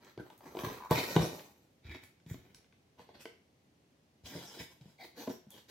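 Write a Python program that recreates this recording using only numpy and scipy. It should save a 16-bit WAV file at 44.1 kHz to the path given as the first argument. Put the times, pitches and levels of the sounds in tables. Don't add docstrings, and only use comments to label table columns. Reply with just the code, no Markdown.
import sys
import numpy as np
from scipy import signal
from scipy.fft import rfft, irfft
from scipy.io import wavfile
from scipy.ndimage import map_coordinates

SR = 44100
rng = np.random.default_rng(int(sys.argv[2]) if len(sys.argv) > 2 else 0)


def transcribe(signal):
    frames = np.atleast_2d(signal).T
    limited = np.clip(frames, -1, 1)
    pcm = np.round(limited * 32767).astype(np.int16)
    wavfile.write(sys.argv[1], SR, pcm)


N = 251370
BANDS = 31.25 * 2 ** (np.arange(19) / 2)

# [s, before each blow's ring factor]
BOX_RESONANCES = [(84, -19, .1), (120, -4, .26), (163, 1, .28), (186, -8, .55), (276, -6, .22),
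                  (303, -5, .32), (365, -7, .45), (480, -5, .2), (630, -8, .2), (711, -8, .26),
                  (874, -7, .2), (988, -7, .2), (1108, -10, .25), (1528, -7, .14), (2080, -9, .14),
                  (2248, -10, .12), (3508, -14, .09)]
# freq_hz [Hz], relative_density_db [dB per Hz]
GRIP_SPECTRUM = [(60, -6.5), (130, -6), (350, 2), (650, -6.5), (950, -5.5), (1300, -6), (1700, -8),
                 (2800, -16), (4000, -15.5), (6400, -23.5), (9300, -35.5), (12500, -26.5), (16000, -29)]


def from_db(db):
    return 10 ** (np.asarray(db) / 20)


def rms_one(x):
    return x / np.sqrt(np.mean(x ** 2) + 1e-20)


def at_hz(points, hz):
    f, value = np.transpose(points)
    return np.interp(np.log(np.maximum(hz, 1)), np.log(f), value)


def rfft_hz(size):
    return np.arange(size // 2 + 1) * SR / size


def cut(x, hz, kind, order=2):
    return signal.sosfilt(signal.butter(order, hz, kind, fs=SR, output="sos"), x)


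def band_noise(size):
    edge, run_in = 2 ** (1 / 4), 4000
    rows = []
    for hz in BANDS:
        noise = cut(rng.standard_normal(size + run_in), [hz / edge, hz * edge], "band")
        rows.append(rms_one(noise[run_in:]))
    return np.array(rows)


def wander(size, per_s):
    knots = rng.standard_normal(400)
    position = np.arange(size) * per_s / SR
    return map_coordinates(knots, [position], order=1, mode="wrap") * np.sqrt(3 / 2)


def dying(t, t60):
    return np.exp(-np.log(1000) * t / np.maximum(t60, 1e-3))


def add(track, s, sound):
    start = max(round(s * SR), 0)
    track[..., start:start + sound.shape[-1]] += sound[..., :N - start]


def pair(mid, side, hz):
    # freq_hz [Hz], correlation [-1 to 1]
    likeness = [(100, 0.9), (260, 0.92), (1000, -0.11), (5000, 0.13)]
    alike = np.clip(at_hz(likeness, hz), -.99, .99)
    return np.sqrt(1 + alike) * mid + np.sqrt(1 - alike) * side * np.array([[1], [-1]])


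def pan(x, left_db):
    return x * from_db([[left_db / 2], [-left_db / 2]])


def air():
    # freq_hz [Hz], relative_density_db [dB per Hz]
    murmur = [(30, -14), (90, 0), (250, -2), (900, -14), (1250, -21), (2000, -18), (6000, -24), (9300, -33),
              (12000, -31), (16000, -38)]
    level_db = -69.5
    total = 0
    for hz, mid, side in zip(BANDS, band_noise(N), band_noise(N)):
        band_gain = from_db(at_hz(murmur, hz)) * np.sqrt(hz)
        total = total + pair(mid, side, hz) * band_gain
    return from_db(level_db) * rms_one(total)


def wall_echoes(first_echo_s=0.0042, build_s=0.002):
    # freq_hz [Hz], t60_s [s]
    decay = [(120, 0.3), (3000, 0.41), (15000, 0.25)]
    # freq_hz [Hz], level_db [dB]
    echo_level = [(100, -6), (300, -10), (1000, -3), (12000, 4)]
    t = np.arange(int(SR * .7)) / SR
    onset = np.clip((t - first_echo_s) / build_s, 0, 1)
    response = 0
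    for hz, mid, side in zip(BANDS, band_noise(len(t)), band_noise(len(t))):
        shape = onset * dying(t, at_hz(decay, hz))
        share = hz * np.log(2) / SR
        gain = np.sqrt(share / len(t)) * from_db(at_hz(echo_level, hz))
        response = response + rms_one(pair(mid, side, hz) * shape) * gain
    return response


def kitchen(x, turns_per_s=3.0):
    angle = 2 * np.pi * turns_per_s * np.arange(N) / SR
    out = 0
    for share in (np.cos(angle), np.sin(angle)):
        out = out + signal.fftconvolve((x * share)[None], wall_echoes(), axes=1)[:, :N]
    return out


def counter_echo(x, echo_db=-5.0, above_hz=1300):
    out = np.zeros((2, N))
    for channel, lag_s in enumerate([.0013, .0021]):
        add(out[channel], lag_s, from_db(echo_db) * cut(x, above_hz, "high", order=1))
    return out


def creak(trim_db):
    # [dB, before the trim]
    slips = [(.803, -51), (.808, -50), (.823, -47), (.836, -48), (.848, -48), (.858, -48), (.867, -52)]
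    # mode_hz [Hz], relative_level_db [dB], t60_s [s]
    flap_modes = [(905, -3, .018), (1005, 2, .02), (1110, -2, .018)]
    out, t = np.zeros(N), np.arange(SR // 10) / SR
    ringing = sum(from_db(db) * np.sin(2 * np.pi * hz * t) * dying(t, t60) for hz, db, t60 in flap_modes)
    pip = (1 - np.exp(-t / .001)) * ringing
    for s, db in slips:
        add(out, s, from_db(db + trim_db) * pip)
    return cut(out, [650, 2200], "band")


def colour(x, spectrum, peak_db=0.8, mode_width=0.012):
    hz = rfft_hz(len(x))
    modes = np.array(BOX_RESONANCES)[:, :1]
    near_mode = (1 / (1 + ((hz - modes) / (mode_width * modes)) ** 2)).max(0)
    return rfft(x) * from_db(at_hz(spectrum, hz) + peak_db * near_mode)


def rub(gesture, spectrum, snags_per_s, trim_db=1.3):
    # [dB, before the trim]
    strokes = [("grip", 0.0, .02, .075, .11, -66, -64, -77), ("grip", 0.185, .012, .16, .2, -74, -66, -80),
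               ("grip", 0.41, .03, .08, .2, -69, -60, -73), ("grip", 0.54, .05, .02, .1, -57, -49, -59),
               ("grip", 0.63, .02, .055, .35, -54.5, -48.5, -62),
               ("wedge", 0.75, .03, .08, .15, -67, -64, -75),
               ("wedge", 0.89, .02, .003, .08, -49, -44, -55),
               ("pull", 0.908, .007, .01, .18, -38, -38, -53),
               ("pull", 0.925, .03, .033, .16, -42.5, -40.5, -51),
               ("pull", 1.015, .025, .115, .13, -49, -47, -57),
               ("pull", 1.18, .045, .008, .37, -48, -42.5, -55.5),
               ("pull", 1.29, .04, .06, .75, -67, -58, -69), ("lift", 1.82, .1, .035, .12, -57.5, -57, -69),
               ("lift", 2.01, .025, .005, .15, -62, -61, -63),
               ("lift", 2.26, .05, .005, .17, -60, -62, -57), ("lift", 2.36, .02, .1, .8, -77, -68, -80),
               ("shift", 2.974, .015, .012, .16, -65, -60, -74),
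               ("shift", 3.03, .02, .07, .12, -76, -67, -90), ("shift", 3.13, .02, .055, .2, -70, -67, -82),
               ("shift", 3.19, .028, .015, .11, -64, -80, -63),
               ("swing", 4.233, .025, .18, .2, -60.5, -63, -65),
               ("swing", 4.44, .015, .1, .15, -60, -60, -64), ("swing", 4.29, .03, .1, .2, -65, -56, -73),
               ("swing", 4.555, .04, .006, .18, -51, -55, -55.5),
               ("swing", 4.68, .04, .005, .18, -69, -65, -71),
               ("swing", 4.805, .012, .07, .3, -74, -69, -80),
               ("flap", 4.977, .03, .015, .08, -60, -60, -68),
               ("flap", 5.02, .025, .005, .09, -57, -57.5, -61),
               ("fold", 5.15, .055, .015, .13, -57, -53.5, -60),
               ("fold", 5.25, .03, .035, .14, -63, -59, -65), ("fold", 5.48, .09, .012, .17, -68, -64, -72),
               ("fold", 5.678, .024, .01, .2, -60, -62, -63)]
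    # freq_hz [Hz], phase_spread [radians]
    panel_spread = [(200, .05), (1000, .3), (5000, .7)]
    rows = np.array([row[1:] for row in strokes if row[0] == gesture])
    s, swell_s, hold_s, fade_t60, scrape_db, rumble_db, hiss_db = rows.T[:, :, None]
    size, out = 2 ** 16, np.zeros((2, N))
    t, hz = s.min() + np.arange(size) / SR, rfft_hz(size)

    fade = dying(np.maximum(t - s - swell_s - hold_s, 0), fade_t60)
    speed = np.clip((t - s) / swell_s, 0, 1) * fade

    snag_spread_db, smooth_db = 4.5, -7
    snag_db = snag_spread_db * np.minimum(rng.exponential(1, size), 3)
    snags = (rng.random(size) < snags_per_s / SR) * rng.choice([-1, 1], size) * from_db(snag_db)
    friction = rms_one(snags) + from_db(smooth_db) * rng.standard_normal(size)
    friction = colour(friction, spectrum)
    phase = at_hz(panel_spread, hz) * wander(len(hz), 120)
    friction = friction * np.exp(1j * phase * [[1], [-1]])

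    def part(low, high):
        return irfft(friction * ((hz >= low) & (hz < high)))

    def range_level(low, high, db):
        return np.linalg.norm(speed * from_db(db + trim_db), axis=0) / part(low, high).std()

    rumble = range_level(60, 1150, rumble_db)
    scrape = range_level(1150, 5500, scrape_db)
    hiss = range_level(5500, 16000, hiss_db)
    patchy_db, patches_per_s, judder_db, judders_per_s = 2.4, 40, 2.8, 60
    edges, stroke = np.geomspace(40, 17000, 34), 0
    for low, high in zip(edges, edges[1:]):
        deep = at_hz([(800, 1), (1500, 0)], low)
        bright = at_hz([(4400, 0), (6500, 1)], low)
        level = rumble ** deep * scrape ** (1 - deep - bright) * hiss ** bright
        patches = from_db(patchy_db * wander(size, patches_per_s))
        stroke = stroke + part(low, high) * level * patches
    add(out, s.min(), stroke * from_db(judder_db * wander(size, judders_per_s)))
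    return out


def grip():
    return rub("grip", GRIP_SPECTRUM, snags_per_s=1200)


def wedge():
    return pan(rub("wedge", GRIP_SPECTRUM, snags_per_s=1100), left_db=-3.0)


def pull():
    # freq_hz [Hz], relative_density_db [dB per Hz]
    spectrum = [(60, -13), (120, -2), (450, 1.5), (1000, -7.5), (1300, -17), (2050, -13.5), (2800, -21),
                (3900, -18), (5300, -22), (6600, -15), (9500, -23), (12500, -15), (16000, -17)]
    return rub("pull", spectrum, snags_per_s=1300)


def lift():
    # freq_hz [Hz], relative_density_db [dB per Hz]
    spectrum = [(60, 8), (120, 10.5), (350, 7), (680, -5.5), (920, -2.5), (1200, -7), (1650, 0),
                (2200, 3.5), (2800, -5), (3800, -2), (5200, -16), (9300, -48.5), (12000, -37), (16000, -40)]
    return pan(rub("lift", spectrum, snags_per_s=1200), left_db=-1.0)


def shift():
    # freq_hz [Hz], relative_density_db [dB per Hz]
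    spectrum = [(70, -4), (250, 3), (700, -2), (1200, -3), (1700, 6), (2700, 6.5), (4200, 4.5),
                (9300, -21.5), (12000, -13), (16000, -24)]
    return rub("shift", spectrum, snags_per_s=3400)


def swing():
    # freq_hz [Hz], relative_density_db [dB per Hz]
    spectrum = [(60, -21), (130, -3), (260, -1.5), (680, -8), (900, -8), (1250, -20.5), (2150, -18.5),
                (2750, -20.5), (3400, -17.5), (4600, -20), (5600, -17), (9300, -32.5), (11500, -26.5),
                (16000, -31)]
    return rub("swing", spectrum, snags_per_s=3200)


def flap():
    # freq_hz [Hz], relative_density_db [dB per Hz]
    spectrum = [(80, -4), (350, 5), (740, 11), (950, -2), (1280, -15), (1700, -10), (2120, -2), (2700, -17),
                (4400, -6), (5200, -18), (6000, -18), (9000, -28), (16000, -22)]
    return pan(rub("flap", spectrum, snags_per_s=1600), left_db=1.2)


def fold():
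    # freq_hz [Hz], relative_density_db [dB per Hz]
    spectrum = [(70, -16), (150, -5), (290, 6), (390, -5), (490, 3), (680, -8), (900, -4), (1250, -13),
                (1750, -7), (2650, -14), (3900, -8), (6500, -20), (9300, -36), (11500, -26), (16000, -29)]
    return rub("fold", spectrum, snags_per_s=2200)


def rasps(judder_db=3):
    # start_s, length_s [s], pitch_hz, width_hz [Hz], level_db [dB]
    edge_rasps = [(0.177, .05, 1550, 250, -60), (0.96, .04, 2150, 450, -45), (0.958, .05, 4000, 600, -49),
                  (1.165, .045, 3700, 400, -54), (1.218, .03, 5550, 900, -53), (1.86, .11, 2230, 400, -60),
                  (4.243, .055, 5750, 1700, -63), (4.305, .05, 1900, 900, -62),
                  (4.448, .05, 5700, 1700, -62), (4.98, .085, 2120, 380, -60), (4.982, .065, 730, 220, -59),
                  (4.995, .07, 4300, 1300, -63), (5.19, .11, 900, 220, -63), (5.292, .04, 5700, 800, -63),
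                  (5.497, .065, 3300, 400, -68)]
    waver, sag = .015, .04
    out = np.zeros(N)
    for s, length_s, hz, width_hz, db in edge_rasps:
        size = int(length_s * SR)
        pitch = hz * (1 + sag * np.linspace(1, -1, size) + waver * wander(size, 50))
        phase = 2 * np.pi * np.cumsum(pitch) / SR
        tone = wander(size, width_hz) * np.cos(phase) + wander(size, width_hz) * np.sin(phase)
        swell = np.sin(np.linspace(0, np.pi, size)) * from_db(judder_db * wander(size, 250))
        add(out, s, from_db(db) * rms_one(tone * swell))
    return out


def contacts():
    # start_s [s], force_db [dB], pitch_hz [Hz],
    # fall_above_pitch [dB per octave], crack_db [dB], ring_factor [times t60]
    knocks = [(0.176, -41, 350, 8, -55, .5), (0.198, -41, 310, 14, -64, .7), (0.301, -53, 750, 6, -57, .6),
              (0.407, -51, 650, 6, -62, .43), (0.550, -35, 410, 7, -56, .35),
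              (0.569, -35, 340, 5, -45, .45), (0.589, -41, 450, 3, -39, .35), (0.619, -40, 780, 8, -60, .4),
              (0.638, -38, 230, 7, -49, .3), (0.665, -34, 400, 9, -42, .3), (0.908, -25, 390, 1, -38, .6),
              (0.916, -22, 560, 2, -36, .34), (1.000, -31, 320, 5, -48, .4), (1.034, -42, 800, 3, -47, .4),
              (1.163, -22, 400, 5, -30, .65), (1.192, -30, 370, 7, -41, .7), (1.222, -32, 290, 9, -47, .85),
              (1.243, -34, 430, 10, -60, .6), (1.393, -55, 450, 5, -52, .89),
              (1.947, -41, 330, 7, -50, .45), (2.343, -45, 280, 7, -53, .43), (2.992, -50, 520, 5, -57, .4),
              (3.089, -47, 480, 6, -62, .39), (3.255, -42, 450, 24, -62, .75),
              (4.353, -38, 290, 11, -58, .65), (4.571, -45, 380, 12, -65, .35),
              (4.604, -44, 250, 8, -56, .6), (5.043, -53, 340, 4, -56, .8), (5.274, -34, 490, 10, -52, .45),
              (5.277, -35, 265, 8, -55, .55), (5.299, -37, 260, 8, -56, .5)]
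    # freq_hz [Hz], relative_force_db [dB against crack_db]
    crack_force = [(1300, -6), (2100, -.5), (4000, 1), (8200, -18), (13000, -12)]
    # start_s [s], force_db [dB], pitch_hz [Hz], ring_factor [times t60]
    thuds = [(0.177, -46, 125, .6), (0.637, -34, 140, .2), (0.664, -32, 130, .25), (0.909, -25, 175, .4),
             (0.954, -38, 135, .6), (1.161, -26, 163, .85), (1.198, -28, 115, .35), (1.850, -39, 85, .25),
             (1.888, -36, 88, .18), (2.263, -49, 170, .45), (2.311, -28, 130, .17), (4.237, -40, 100, .2),
             (4.353, -43, 165, .5), (4.600, -46, 122, .6), (4.811, -50, 140, .3), (4.857, -50, 180, .35),
             (5.468, -51, 205, .4)]
    # freq_hz [Hz], relative_force_db [dB against the thud]
    rattle_force = [(1000, -40), (3000, -33), (13000, -41)]
    # start_s [s], force_db [dB], pitch_hz [Hz]
    snaps = [(0.047, -47, 6000), (0.301, -53, 12000), (0.378, -44, 14000), (0.910, -16, 14000),
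             (0.973, -31, 2200), (0.979, -30, 2200), (1.223, -39, 7000), (2.038, -49, 10000),
             (2.2, -60, 3000), (2.263, -53, 4000), (2.546, -41, 5300), (2.548, -47, 14000),
             (2.644, -60, 2500), (2.725, -56, 2500), (3.255, -36, 2700), (4.811, -53, 4000),
             (5.505, -35, 13000)]
    knock_low, thud_low, thud_high, snap_fall = 22, 13, 14, 11
    for s, db, pitch, fall, crack_db, ring in knocks:
        lowest_db = db - knock_low * np.log2(pitch / 44)
        upper_db = db - fall * np.log2(1000 / pitch)
        body = [(44, lowest_db), (pitch, db), (1000, upper_db)]
        yield s, pitch, body + [(hz, crack_db + rel) for hz, rel in crack_force], ring
    for s, db, pitch, ring in thuds:
        body = [(pitch / 4, db - 2 * thud_low), (pitch, db), (pitch * 4, db - 2 * thud_high)]
        yield s, pitch, body + [(hz, db + rel) for hz, rel in rattle_force], ring
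    for s, db, pitch in snaps:
        yield s, pitch, [(hz, db - snap_fall * abs(np.log2(hz / pitch))) for hz in BANDS], .3


def blows(modes_db=-2, crunch_db=2.2, damping_slope=0.45):
    # freq_hz [Hz], level_db [dB against force]
    panel_response = [(400, 2), (2500, -12)]
    panel_cycles = 30
    contact_s, rise_cycles, crunch_t60 = .001, .35, .04
    out, t = np.zeros(N), np.arange(SR // 2) / SR
    hz, mode_db, t60 = np.transpose(BOX_RESONANCES)[:, :, None]
    tones = np.sin(2 * np.pi * hz * t) * (-1) ** np.arange(len(hz))[:, None]
    bands = BANDS[1:, None]
    noise, size = band_noise(N)[1:], SR // 6
    for k, (s, pitch, force, ring) in enumerate(contacts()):
        strength = from_db(at_hz(force, hz) + mode_db + modes_db + rng.normal(0, 1, hz.shape))
        box = (strength * tones * dying(t, t60 * ring)).sum(0)
        panel_gain = from_db(at_hz(force, pitch) + at_hz(panel_response, pitch))
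        panel = panel_gain * np.sin(2 * np.pi * pitch * t) * dying(t, ring * panel_cycles / pitch)
        add(out, s, cut(panel, pitch / 2, "high") + box)

        rise = 1 - np.exp(-t[:size] / (contact_s + rise_cycles / bands))
        shape = rise * dying(t[:size], ring * crunch_t60 * (1000 / bands) ** damping_slope)
        crunch = np.roll(noise, -k * size, axis=1)[:, :size] * shape
        crunch *= np.sqrt((shape ** 2).sum(1) / (crunch ** 2).sum(1))[:, None]
        add(out, s, (from_db(at_hz(force, bands) + crunch_db) * crunch).sum(0))
    return out


def scene():
    rubbing = grip() + wedge() + pull() + lift() + shift() + swing() + flap() + fold()
    direct = creak(trim_db=8) + rubbing + rasps() + blows()
    mono = direct.mean(0)
    return air() + kitchen(mono) + counter_echo(mono) + direct


def record(dry):
    cutoff_hz = 15850
    thinned = cut(dry, 58, "high", order=3)
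    return signal.sosfilt(signal.ellip(10, .2, 70, cutoff_hz, fs=SR, output="sos"), thinned)


dry = scene()
out = record(dry)
transcribe(out)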